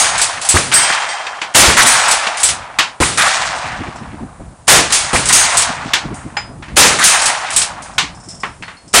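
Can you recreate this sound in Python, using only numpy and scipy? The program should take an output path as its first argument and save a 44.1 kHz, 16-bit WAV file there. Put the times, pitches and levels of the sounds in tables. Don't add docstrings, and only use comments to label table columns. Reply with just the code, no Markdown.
import sys
import numpy as np
from scipy import signal
from scipy.fft import rfft, irfft
from scipy.io import wavfile

SR = 44100
rng = np.random.default_rng(int(sys.argv[2]) if len(sys.argv) > 2 else 0)


def store_wav(level_fs):
    pcm = np.round(np.clip(np.atleast_2d(level_fs), -1, 1) * 32767)
    wavfile.write(sys.argv[1], SR, pcm.T.astype(np.int16))


N = 396900

# frequency in Hz, t60 in seconds at a stretch of 1.
SHED_RING = [(60, 1.87), (400, 1.38), (1500, 1.235), (4500, 1.26), (10000, 0.97)]
TREES_RING = [(100, 3.6), (800, 2.41), (2000, 1.66), (4500, 1.31), (10000, 1)]

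# frequency in Hz, relative density in dB.
AIR_SPECTRUM = [(25, -10), (90, -3), (300, -6), (900, -4), (1800, -16), (3500, -18.5), (6000, -18),
                (9000, -11), (11000, -17)]
WIND_SPECTRUM = [(20, -17), (45, 5), (90, 4), (150, 2.5), (290, -6), (420, -16.5), (700, -14.5),
                 (2000, -51), (10000, -84)]
PUFF_SPECTRUM = [(20, -18), (60, -7.5), (130, 1), (280, 0.5), (380, -7.5), (520, -18.5), (1000, -36),
                 (10000, -80)]
TICK_SPECTRUM = [(100, -10), (1500, -16), (4300, -15), (5300, 1), (6300, -7), (8200, 1), (11000, -15)]
CLACK_SPECTRUM = [(40, -8), (200, -18.5), (500, -11), (1000, -6.5), (2200, -1), (4000, 0), (6500, 1),
                  (8200, 1), (9700, 3), (11000, -5)]
FAR_SPECTRUM = [(40, -26), (300, -11), (550, -15), (850, 0), (1400, 0), (2400, 0.5), (3500, -2.5),
                (5500, -1), (8000, 2.5), (11000, -1.5)]
THUMP_SPECTRUM = [(20, -29), (70, 7.5), (150, -6.5), (350, -2.5), (600, -13.5), (1500, -13.5),
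                  (8000, -44.5)]
CRACK_SPECTRUM = [(30, -13), (120, -1.5), (400, -8), (1200, -4), (3000, -7.5), (6000, -9.5), (9000, -3.5),
                  (11000, -10)]
BERM_SPECTRUM = [(30, -18), (150, -13), (420, -15.5), (750, -4.5), (1250, 2.5), (1900, 2.5), (2800, -5.5),
                 (3700, -3), (5000, -7), (8000, -5.5), (11000, -8)]
TREES_SPECTRUM = [(30, -32), (130, -38), (420, -22), (720, -1.5), (1050, -1), (1350, -1), (1900, -1),
                  (2500, -3), (3100, -5.5), (6500, -8), (8500, -7), (11000, -19)]
BLAST_SPECTRUM = [(25, -17), (70, -7), (250, -6.5), (600, -1.5), (1100, 0), (1900, 0), (3000, -2),
                  (4700, -4), (8500, -0.5), (11000, -4)]

# frequency in Hz, relative level in dB, t60 in seconds.
TINKLE_MODES = [(4340, 0, .35), (5160, -10, .3)]
HIGH_RING_MODES = [(3660, -19, .5), (4851, -7, .6), (5551, -10, .55), (6123, -7, .55), (6230, -8, .55),
                   (6583, -5, .6), (6785, -8, .6), (6990, -7, .5), (7390, -7, .5), (7585, -7, .5),
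                   (7850, -4, .55), (7950, -5, .45), (8200, -4, .45), (8520, -4, .5), (8715, -1, .5),
                   (8950, -2, .5), (9125, -6, .5), (9280, -8, .45), (9440, -8, .45), (9591, -2, .5),
                   (9890, -9, .45), (10358, -12, .4)]
THIN_PLATE_MODES = [(824, -10, 0.098), (2330, -8, 0.052), (5023, -13.5, 0.27), (7140, -20, 0.15)]
CASE_LOW_MODES = [(3170, -8, 1.1), (4600, -3, .35), (5030, -4, .55), (5620, -5, .4), (6220, -7, .4),
                  (6790, -6, .4), (7430, -6, .4)]
CASE_BRIGHT_MODES = [(8073, -2, .3), (8537, 0, .38), (9630, -18, .4)]
# centre in Hz, width in Hz, relative level in dB.
JINGLE_RESONANCES = [(5150, 50, -3), (5280, 60, 0), (5500, 50, -2), (5680, 50, -7), (6950, 90, -10),
                     (7500, 70, -9)]
ACTION_RESONANCES = [(4720, 54, -17), (5850, 120, -12), (6800, 300, -20), (8040, 960, 1), (8730, 120, -13),
                     (9100, 150, -9), (9880, 380, -6)]

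# time in seconds, level in dB.
GUSTS = [(0, -36.5), (.75, -39), (1.1, -65), (2.38, -62), (2.48, -33), (2.85, -49), (3.3, -41), (3.75, -31),
         (4.5, -30.5), (4.6, -40.5), (5.7, -30.5), (6.25, -32.5), (6.7, -31.5), (7.3, -42), (7.95, -33.5),
         (8.7, -34.5), (8.8, -56), (8.9, -32)]
PUFFS = [(3.813, -19.5), (3.881, -22), (4.023, -23.5), (4.144, -25), (4.238, -22), (5.339, -19),
         (5.704, -24), (5.861, -21.5), (6.058, -20.5), (6.122, -19.5), (6.267, -22.5), (8.036, -27)]
# start in seconds, level in dB.
JINGLES = [(3.9575, -40), (7.935, -41), (8.2857, -30), (8.306, -35), (8.401, -34), (8.878, -39)]
TINKLES = [(8.635, -41), (8.77, -44)]
THIN_PLATE_HITS = [(6.3695, -14)]
CASE_BOUNCES = [(.7387, 1.5), (.825, -17), (1.09, -28), (1.268, -50)]
# start in seconds, level in dB, decay stretch, treble cutoff in Hz.
FAR_SHOTS = [(.715, -12, 0.4, 4000), (0.9, -5, 0.1, 2200), (1.266, -14, 0.11, 3430),
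             (1.415, -9.5, 0.19, 3460), (2.2669, -5.5, .14, 3650), (2.7866, 2.5, .2, 3950),
             (5.934, -.5, .19, 4700), (6.367, -12, 0.22, 2660), (6.6236, -23, 0.26, 2620),
             (6.681, -29, 0.39, 2780), (7.299, -6, .08, 2630), (7.9806, -1.5, 0.21, 4660),
             (8.433, -10.5, 0.23, 1940), (8.623, -19, 0.19, 2700), (8.679, -23, 0.36, 2380)]
# start in seconds, crack in dB, echo delay in seconds, berm slap in dB.
NEXT_BAY_SHOTS = [(.541, -6.5, .18, -6), (1.675, -14, .18, -5.5), (3.002, -5.5, .172, -2),
                  (5.131, -6, .16, -9.5)]
# start in seconds, impact in dB, ring in dB.
METAL_HITS = [(-.03, -5, -6), (1.868, -8, -5), (4.9233, -3, -12), (5.3262, 1, -0.5), (6.143, -44, -35),
              (7.0387, 2, -2.5), (7.8213, -33, -35.5)]
# times fully open and locked shut in seconds, level in dB,
# lengths of the opening and closing strokes in seconds.
LEVER_CYCLES = [(.2154, .4888, 0, .037, .074), (2.111, 2.4318, 0, .029, .061),
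                (5.2868, 5.5706, -1, .031, .055), (7.257, 7.5625, -1, .042, .059)]
# offset from the stop in strokes, clack in dB, ring in dB, decay stretch.
OPENING_CONTACTS = [(-1, -14, -14, 0.64), (0, -6, -9.5, 0.2)]
CLOSING_CONTACTS = [(-1, -18.5, -27, 0.38), (-.53, -18.5, -22, 0.36), (0, -5, -1, .25),
                    (0.92, -7.5, -25, .16)]
# start in seconds, blast in dB, decay stretch, berm in dB, trees in dB.
RIFLE_SHOTS = [(-.36, 12, .36, 0, -6.5), (1.546, 13, 0.43, 2.5, -5.5), (4.6777, 15, 0.3, -12, -14.5),
               (6.7655, 12.5, .37, -5.5, -5.5), (8.937, 12.5, 0.24, -7, -12)]


def undb(db):
    return 10 ** (np.asarray(db) / 20)


def unit(x):
    return x / np.sqrt(np.mean(x ** 2))


def clock(seconds):
    return np.arange(int(seconds * SR)) / SR


def fade(t, t60):
    return np.exp(-np.log(1000) * t / np.maximum(t60, 1e-3))


def rise(t, seconds):
    return 1 - np.exp(-t / seconds)


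def add(out, at, x):
    start = int(round(at * SR))
    first, last = max(start, 0), min(start + len(x), N)
    if last > first:
        out[first:last] += x[first - start:last - start]


def along(points, hz):
    centres, values = np.transpose(points)
    return np.interp(np.log(hz + 1), np.log(centres), values)


def noise(t, colour):
    db = along(colour, np.fft.rfftfreq(len(t), 1 / SR))
    white = rng.standard_normal(len(t))
    return unit(irfft(rfft(white) * undb(db), len(t)))


def walk(t, rate):
    steps = rng.standard_normal(4096)
    return np.interp(t * rate, np.arange(len(steps)), steps)


def scattered(start, length, count):
    jitter, size = rng.random((count, 2)).T
    times = start + length * (np.arange(count) + jitter) / count
    return times, np.sqrt(3) * (2 * size - 1)


def burst(t, colour, stretch=1, ring=SHED_RING, patchy_db=0):
    spectrum, hz = rfft(noise(t, colour)), np.fft.rfftfreq(len(t), 1 / SR)
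    centres, t60s = np.transpose(ring)
    out = np.zeros(len(t))
    for weights, t60 in zip(np.eye(len(ring)), t60s):
        band = irfft(spectrum * along(np.c_[centres, weights], hz), len(t))
        out += band * fade(t, t60 * stretch) * undb(patchy_db * walk(t, 60.08))
    return out


def rattle(t, resonances):
    hz = np.fft.rfftfreq(len(t), 1 / SR)
    gain = sum(undb(db) / (1 + (2 * (hz - centre) / width) ** 2) for centre, width, db in resonances)
    phases = np.exp(2j * np.pi * rng.random(len(hz)))
    return unit(irfft(gain * phases, len(t)))


def metal(modes, scatter_db, waver):
    t = clock(1)
    freqs, db, t60s = np.transpose(modes)
    gains = undb(db + scatter_db * rng.standard_normal(len(freqs)))
    gains /= np.sqrt(np.sum(gains ** 2) / 2)
    out = np.zeros(len(t))
    for hz, gain, t60 in zip(freqs, gains, t60s):
        level = gain * fade(t, t60) * (1 + waver * walk(t, 70))
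        phase = 2 * np.pi * (hz * t + rng.random()) + 2 * waver * walk(t, 70)
        out += level * np.sin(phase)
    return out


def wind(flutter_db=5, gust_db=-4, eddy_db=-1, eddies_per_s=5, puff_s=0.013, air_db=-46):
    t, puff_t = np.arange(N) / SR, clock(0.16)
    course = np.transpose(GUSTS)
    out = noise(t, WIND_SPECTRUM) * undb(np.interp(t, *course) + gust_db + flutter_db * walk(t, 32))
    times, _ = scattered(0, N / SR, count=eddies_per_s * N // SR)
    eddies = list(zip(times, np.interp(times, *course) + eddy_db))
    middle = puff_t[-1] / 2
    swell = np.exp(-np.abs(puff_t - middle) / puff_s)
    for at, db in PUFFS + eddies:
        puff = unit(noise(puff_t, PUFF_SPECTRUM) * swell) * np.sqrt(np.mean(swell ** 2))
        add(out, at - middle, undb(db) * puff)
    air = undb(air_db + walk(t, 4.79)) * noise(t, AIR_SPECTRUM)
    return out + air


def loose_metal(shake_db=-39.5, scatter_db=3.5, shimmer_db=-5.5):
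    out, t = np.zeros(N), clock(.5)
    times, sizes = scattered(start=8.115, length=0.35, count=8)
    shake = list(zip(times, shake_db + scatter_db * sizes))
    for at, db in JINGLES + shake:
        tick = burst(t, TICK_SPECTRUM, stretch=0.19)
        shimmer = undb(shimmer_db) * rattle(t, JINGLE_RESONANCES) * fade(t, 0.33)
        add(out, at, undb(db) * (tick + shimmer) * rise(t, 0.00087))
    for at, db in TINKLES:
        add(out, at, undb(db) * metal(TINKLE_MODES, scatter_db=1, waver=.2))
    return out


def far_guns(pop_db=-8, pop_width_hz=1700):
    out, t = np.zeros(N), clock(0.36)
    hard_front = (1 + 1.14 * fade(t, 0.033)) * rise(t, 0.0018)
    for at, db, stretch, cutoff_hz in FAR_SHOTS:
        dulling = signal.butter(2, cutoff_hz, fs=SR, output="sos")
        report = signal.sosfilt(dulling, burst(t, FAR_SPECTRUM, stretch))
        pop = undb(pop_db) * rattle(t, [(0.71 * cutoff_hz, pop_width_hz, 0)]) * fade(t, 0.79 * stretch)
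        add(out, at, undb(db) * hard_front * (report + pop))
    return out


def range_echo(berm_db, trees_db, swell_s=0.063):
    t = clock(1.6)
    slap = burst(t, BERM_SPECTRUM, stretch=0.44, patchy_db=3.5) * (0.21 + 0.79 * rise(t, 0.01))
    roll = burst(t, TREES_SPECTRUM, ring=TREES_RING, patchy_db=2.5) * rise(t, swell_s) ** 2
    grain = undb(1.8 * walk(t, 500))
    return (undb(berm_db) * slap + undb(trees_db) * roll) * grain


def next_bay(thump_db=-5.5, boom_db=-6, sweep_s=.026, sweep_hz=1400, boom_s=0.012):
    out, t = np.zeros(N), clock(0.94)
    pitch_hz = sweep_hz * np.minimum(t / sweep_s, 1.25) ** 2
    sweep = np.exp(2j * np.pi * np.cumsum(pitch_hz) / SR)
    crack_shape = 1 - 1.14 * np.exp(-t / 0.0095) + 0.58 * fade(t, 0.021)
    for at, crack_db, echo_s, berm_db in NEXT_BAY_SHOTS:
        thump = noise(t, THUMP_SPECTRUM) * fade(t, 0.15) * rise(t, 0.0013)
        rising_band = (walk(t, 1500) + 1j * walk(t, 1500)) * sweep
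        boom = rising_band.real * np.exp(-((t - sweep_s) / boom_s) ** 2)
        crack = burst(t, CRACK_SPECTRUM, stretch=0.5) * crack_shape
        add(out, at, undb(thump_db) * thump + undb(boom_db) * boom + undb(crack_db) * crack)
        add(out, at + echo_s, range_echo(berm_db, trees_db=-6))
    return out


def ringing_metal():
    out, t = np.zeros(N), clock(0.39)
    for at, impact_db, ring_db in METAL_HITS:
        add(out, at, undb(impact_db) * burst(t, CLACK_SPECTRUM, stretch=0.34))
        add(out, at, undb(ring_db) * metal(HIGH_RING_MODES, scatter_db=2.5, waver=.4))
    for at, db in THIN_PLATE_HITS:
        add(out, at, undb(db) * metal(THIN_PLATE_MODES, scatter_db=1, waver=.15))
    return out


def spent_case(tick_db=-8, low_db=-12):
    out, t = np.zeros(N), clock(0.44)
    for at, db in CASE_BOUNCES:
        add(out, at, undb(tick_db + 1.25 * db) * burst(t, TICK_SPECTRUM, stretch=.2))
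        add(out, at, undb(low_db + .5 * db) * metal(CASE_LOW_MODES, scatter_db=2, waver=.3))
        add(out, at, undb(db) * metal(CASE_BRIGHT_MODES, scatter_db=.5, waver=.3))
    return out


def lever(ring_t60=0.2):
    out, t = np.zeros(N), clock(.5)
    hard_front = 1 + 0.28 * fade(t, 0.014)
    for open_at, shut_at, db, opening_s, closing_s in LEVER_CYCLES:
        strokes = (open_at, opening_s, OPENING_CONTACTS), (shut_at, closing_s, CLOSING_CONTACTS)
        for stop_at, stroke_s, contacts in strokes:
            for offset, clack_db, ring_db, stretch in contacts:
                clack = undb(clack_db) * burst(t, CLACK_SPECTRUM, stretch) * hard_front
                ring = undb(ring_db) * rattle(t, ACTION_RESONANCES) * fade(t, ring_t60)
                add(out, stop_at + offset * stroke_s, undb(db) * (clack + ring) * rise(t, 0.00025))
    return out


def rifle(hammer_db=-22, hammer_lead_s=.007, fill_s=0.013, berm_echo_s=.221):
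    out, t = np.zeros(N), clock(1)
    for at, db, stretch, berm_db, trees_db in RIFLE_SHOTS:
        hammer = noise(t, CLACK_SPECTRUM) * fade(t, 0.26) * rise(t, 0.0013)
        blast = burst(t, BLAST_SPECTRUM, stretch, patchy_db=1.5) * rise(t, fill_s)
        add(out, at - hammer_lead_s, undb(hammer_db) * hammer)
        add(out, at, undb(db) * blast)
        add(out, at + berm_echo_s, range_echo(berm_db, trees_db))
    return out


def scene():
    guns = rifle() + next_bay() + far_guns()
    return (guns + ringing_metal() + lever() + spent_case() + loose_metal() + wind())[None]


def record(dry, bass_hz=30, treble_hz=10300, leak_db=-32, ceiling=.71, top_hz=15900):
    treble_cut = signal.ellip(7, .5, 50, treble_hz, fs=SR, output="sos")
    bass_cut = signal.butter(1, bass_hz, "high", fs=SR, output="sos")
    x = signal.sosfilt(treble_cut, dry) + undb(leak_db) * dry
    x = signal.sosfilt(bass_cut, x)
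    x = x / (1 + np.abs(x / ceiling) ** 4) ** (1 / 4)
    x = signal.sosfiltfilt(signal.butter(2, 14500, fs=SR, output="sos"), x)
    return signal.sosfiltfilt(signal.ellip(8, .05, 50, top_hz, fs=SR, output="sos"), x)


dry = scene()
out = record(dry)
store_wav(out)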